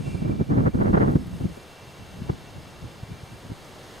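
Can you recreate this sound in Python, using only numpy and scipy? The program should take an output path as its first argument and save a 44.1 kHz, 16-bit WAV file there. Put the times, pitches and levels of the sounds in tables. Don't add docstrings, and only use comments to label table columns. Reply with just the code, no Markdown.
import sys
import numpy as np
from scipy import signal
from scipy.fft import rfft, irfft
from scipy.io import wavfile
from scipy.ndimage import uniform_filter1d

SR = 44100
rng = np.random.default_rng(int(sys.argv[2]) if len(sys.argv) > 2 else 0)


def digitize_waveform(pressure):
    field = np.atleast_2d(pressure).T
    bounded = np.clip(field, -1, 1)
    quanta = np.round(bounded * 32767).astype(np.int16)
    wavfile.write(sys.argv[1], SR, quanta)


N = 176400
TIME = np.arange(N) / SR
BIN_HZ = np.maximum(np.arange(N // 2 + 1) * SR / N, 1)


def undb(db):
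    return 10 ** (np.asarray(db) / 20)


def unit(x):
    return x / np.sqrt(np.mean(x ** 2))


def curve(rows, column=1):
    rows = np.array(rows)
    return np.interp(TIME, rows[:, 0], rows[:, column])


def colour(x, points):
    hz, db = np.array(points).T
    gain = undb(np.interp(np.log(BIN_HZ), np.log(hz), db))
    return irfft(rfft(x) * gain, N)


def shelf(x, kind, hz, gain):
    band = signal.sosfiltfilt(signal.butter(2, hz, kind, fs=SR, output="sos"), x)
    return x + (gain - 1) * band


def noise():
    return rng.standard_normal(N)


def ring(hz, width_hz):
    detuning = (BIN_HZ - hz) / (width_hz / 2)
    return unit(irfft(rfft(noise()) / (1 + detuning ** 2), N))


def flicker(db, rate_hz):
    return undb(db * np.interp(TIME * rate_hz, np.arange(N), noise()))


def ports(source, mid_spectrum, side_spectrum):
    mid, side = colour(source(), mid_spectrum), colour(source(), side_spectrum)
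    return unit(np.array([mid + side, mid - side]))


def even(x, window_s=0.019):
    size = int(window_s * SR)
    power = np.mean(x ** 2, axis=0)
    return x / np.sqrt(uniform_filter1d(uniform_filter1d(power, size), size) + 1e-9)


def eddies(per_second=3000, spread_db=2):
    kicks = (rng.random(N) < per_second / SR) * np.sign(noise())
    return kicks * undb(spread_db * rng.exponential(size=N))


def wind_strength():
    # time in seconds, rumble level in dB.
    flow = [(0, -34.5), (.42, -30), (.455, -42), (.51, -27), (.685, -23.5), (.72, -42), (.77, -42),
            (1.14, -29), (1.24, -51), (1.48, -42), (1.6, -50), (1.8, -55), (2.15, -45.5), (4, -51)]
    # centre in seconds, length in seconds, rumble in dB, flutter in dB.
    buffets = [(.005, 0.013, -25.5, -42), (0.08, 0.025, -27.5, -34), (0.15, 0.0097, -21.5, -31.5),
               (0.224, 0.0077, -18.5, -31), (0.254, 0.015, -24, -30), (0.302, 0.057, -23.5, -30),
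               (.412, 0.02, -18, -27.5), (0.522, 0.033, -19, -24), (0.588, 0.043, -17.5, -23),
               (0.638, 0.022, -29, -29), (0.67, 0.022, -18.5, -19.5), (0.751, 0.015, -18, -25),
               (0.79, 0.031, -22.5, -27.5), (0.817, 0.017, -19, -19.5), (0.867, 0.048, -23.5, -22.5),
               (0.904, 0.028, -19, -29.5), (0.946, .02, -17, -17.5), (0.976, 0.016, -19, -18),
               (1.023, 0.033, -19.5, -17.5), (1.083, 0.046, -19, -23.5), (1.131, 0.017, -30.5, -26.5),
               (1.16, 0.013, -11.5, -22.5), (1.199, 0.069, -31.5, -45), (1.275, .024, -31.5, -61),
               (1.341, 0.052, -31, -59), (1.417, 0.017, -26, -32.5), (1.453, 0.018, -18, -38.5),
               (1.506, 0.035, -36, -46), (1.577, 0.01, -55, -36.5), (1.829, 0.026, -45, -71),
               (1.885, 0.022, -43.5, -71), (2.016, 0.034, -40.5, -67), (2.23, 0.11, -37.5, -50),
               (2.299, 0.0095, -31, -22.5), (2.328, 0.033, -34.5, -42), (2.577, 0.034, -37, -56),
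               (2.847, 0.037, -33.5, -61), (3.122, 0.042, -37, -54), (3.335, 0.031, -39.5, -66),
               (3.459, 0.018, -37.5, -51), (3.515, .023, -30.5, -40)]
    squareness = 2.26
    rumble_power = undb(curve(flow)) ** 2
    flutter_power = rumble_power * undb(-10) ** 2
    for at, length, rumble_db, flutter_db in buffets:
        near = abs(TIME - at) < 2 * length
        swell = .5 ** (abs(2 * (TIME[near] - at) / length) ** squareness)
        rumble_power[near] += swell * undb(rumble_db) ** 2
        flutter_power[near] += swell * undb(flutter_db) ** 2
    return np.sqrt(rumble_power), np.sqrt(flutter_power)


def buffeting():
    # frequency in Hz, relative level in dB.
    rumble_mid = [(20, -20), (60, -2.5), (105, 3), (180, 4), (340, -9), (500, -26.5), (2500, -68)]
    rumble_side = [(20, -29), (110, -3), (200, -1.5), (340, -10.5), (500, -23), (2500, -64.5)]
    flutter_mid = [(100, -11), (250, 2.5), (380, -4), (600, -15), (1700, -28), (2500, -38), (8000, -86)]
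    flutter_side = [(100, -41), (330, 2), (600, -4.5), (1600, -17), (2100, -27.5), (2800, -42), (8000, -78)]
    ride_depth, knee = 0.54, undb(-23.5)
    rumble_level, flutter_level = wind_strength()
    rumble = even(ports(eddies, rumble_mid, rumble_side))
    ride = uniform_filter1d(np.mean(rumble ** 2, axis=0) ** (ride_depth / 2), size=90)
    flutter = even(ports(eddies, flutter_mid, flutter_side) * ride)
    rumble = even(shelf(rumble, "low", hz=123, gain=(rumble_level / knee) ** -0.52))
    flutter = shelf(flutter, "high", hz=990, gain=(flutter_level / knee) ** 0.73)
    return rumble_level * rumble + flutter_level * flutter


def air_hiss():
    # time in seconds, level in dB before a fixed boost.
    body_fader = [(0, -58.5), (.6, -61.5), (1.0, -60.5), (1.55, -58), (3.5, -58), (3.92, -55.5)]
    treble_fader = [(0, -67.5), (.6, -67.5), (1.0, -66), (1.3, -64), (1.4, -60), (1.47, -65.5), (1.58, -63),
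                    (1.75, -66), (3.0, -66), (3.95, -63.5)]
    # frequency in Hz, relative level in dB.
    body_mid = [(30, 9), (100, 4.5), (350, 15), (700, 12), (1100, 7.5), (2000, 3), (3300, 2), (5000, -1.5),
                (6700, -4), (9000, -13.5), (15000, -19.5)]
    body_side = [(30, -6), (150, -15), (500, -1.5), (1000, 1), (2000, -3.5), (4000, -9), (6000, -23.5),
                 (15000, -53)]
    treble_mid = [(4000, -14), (7000, -0.5), (8500, 2), (10500, 0), (13000, -6), (15500, -10)]
    treble_side = [(6000, -57), (8000, -6), (10000, -5), (13000, -2.5), (15500, -5)]
    body = undb(curve(body_fader) + 11) * ports(noise, body_mid, body_side)
    treble = undb(curve(treble_fader) + 3.5) * ports(noise, treble_mid, treble_side)
    return body + treble * flicker(db=0.9, rate_hz=45)


def rotor_rings():
    # pitch in Hz, width in Hz.
    resonances = [(2350, 81), (2712, 61)]
    # time in seconds, level of the lower ring in dB, level of the upper ring in dB.
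    ring_levels = [(0, -59, -68), (.1, -53.5, -50.5), (.25, -50.5, -61.5), (.42, -60, -66),
                   (1.2, -68.5, -67), (1.72, -61.5, -57.5), (2.8, -67.5, -65), (3.22, -58.5, -64.5),
                   (4, -76, -71)]
    rings = np.zeros(N)
    for column, (hz, width_hz) in enumerate(resonances, start=1):
        level = undb(curve(ring_levels, column))
        rings += level * ring(hz, width_hz) * flicker(db=1.2, rate_hz=14)
    return rings


def rotor_swish(centre_s=0.095, length_s=0.18, peak_db=-53.5):
    # frequency in Hz, relative level in dB.
    rub_spectrum = [(1900, -17), (2400, 2), (2800, -4), (3300, -7), (6500, -10), (9300, -9), (11500, -26)]
    swell = undb(peak_db) * np.exp(-2 * ((TIME - centre_s) / length_s) ** 2)
    return swell * unit(colour(noise(), rub_spectrum))


def vortex_thumps():
    # centre in seconds, half width in seconds, peak in dB.
    vortices = [(.409, 0.00076, -16), (.675, 0.00066, -15), (.811, 0.00091, -12.5), (.94, 0.0011, -13.5),
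                (2.221, 0.0015, -20.5), (2.303, 0.002, -14), (3.035, 0.0021, -23.5), (3.119, 0.00204, -24),
                (3.237, .0022, -29.5)]
    pressure = np.zeros(N)
    for at, half_width, db in vortices:
        offset = (TIME - at) / half_width
        pressure += undb(db) * (offset ** 2 - 1) * np.exp(-offset ** 2 / 2)
    return pressure


def high_ticks(decay_s=.005):
    # start in seconds, level in dB.
    ticks = [(1.115, -51), (1.268, -56.5)]
    envelope = sum(undb(db) * (TIME > at) * np.exp(-abs(TIME - at) / decay_s) for at, db in ticks)
    return envelope * ring(hz=11000, width_hz=9000)


def scene():
    # time in seconds, left minus right in dB.
    wind_side = [(0, -2.5), (1.2, -0.5), (2.2, 1)]
    balance_db = curve(wind_side)
    pan = undb(np.array([balance_db, -balance_db]) / 2)
    wind = pan * (buffeting() + vortex_thumps())
    return wind + air_hiss() + rotor_rings() + rotor_swish() + high_ticks()


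def record(dry):
    # centre in Hz, width in Hz, depth from 0 to 1.
    notches = [(2494, 164, 0.48), (5720, 127, 0.9), (7210, 210, 0.7)]
    dips = [1 - depth * np.exp(-((BIN_HZ - hz) / width) ** 2) for hz, width, depth in notches]
    notched = irfft(rfft(dry) * np.prod(dips, axis=0), N)
    top_cut = signal.ellip(10, .2, 80, 15550, fs=SR, output="sos")
    return signal.sosfilt(top_cut, notched)


dry = scene()
out = record(dry)
digitize_waveform(out)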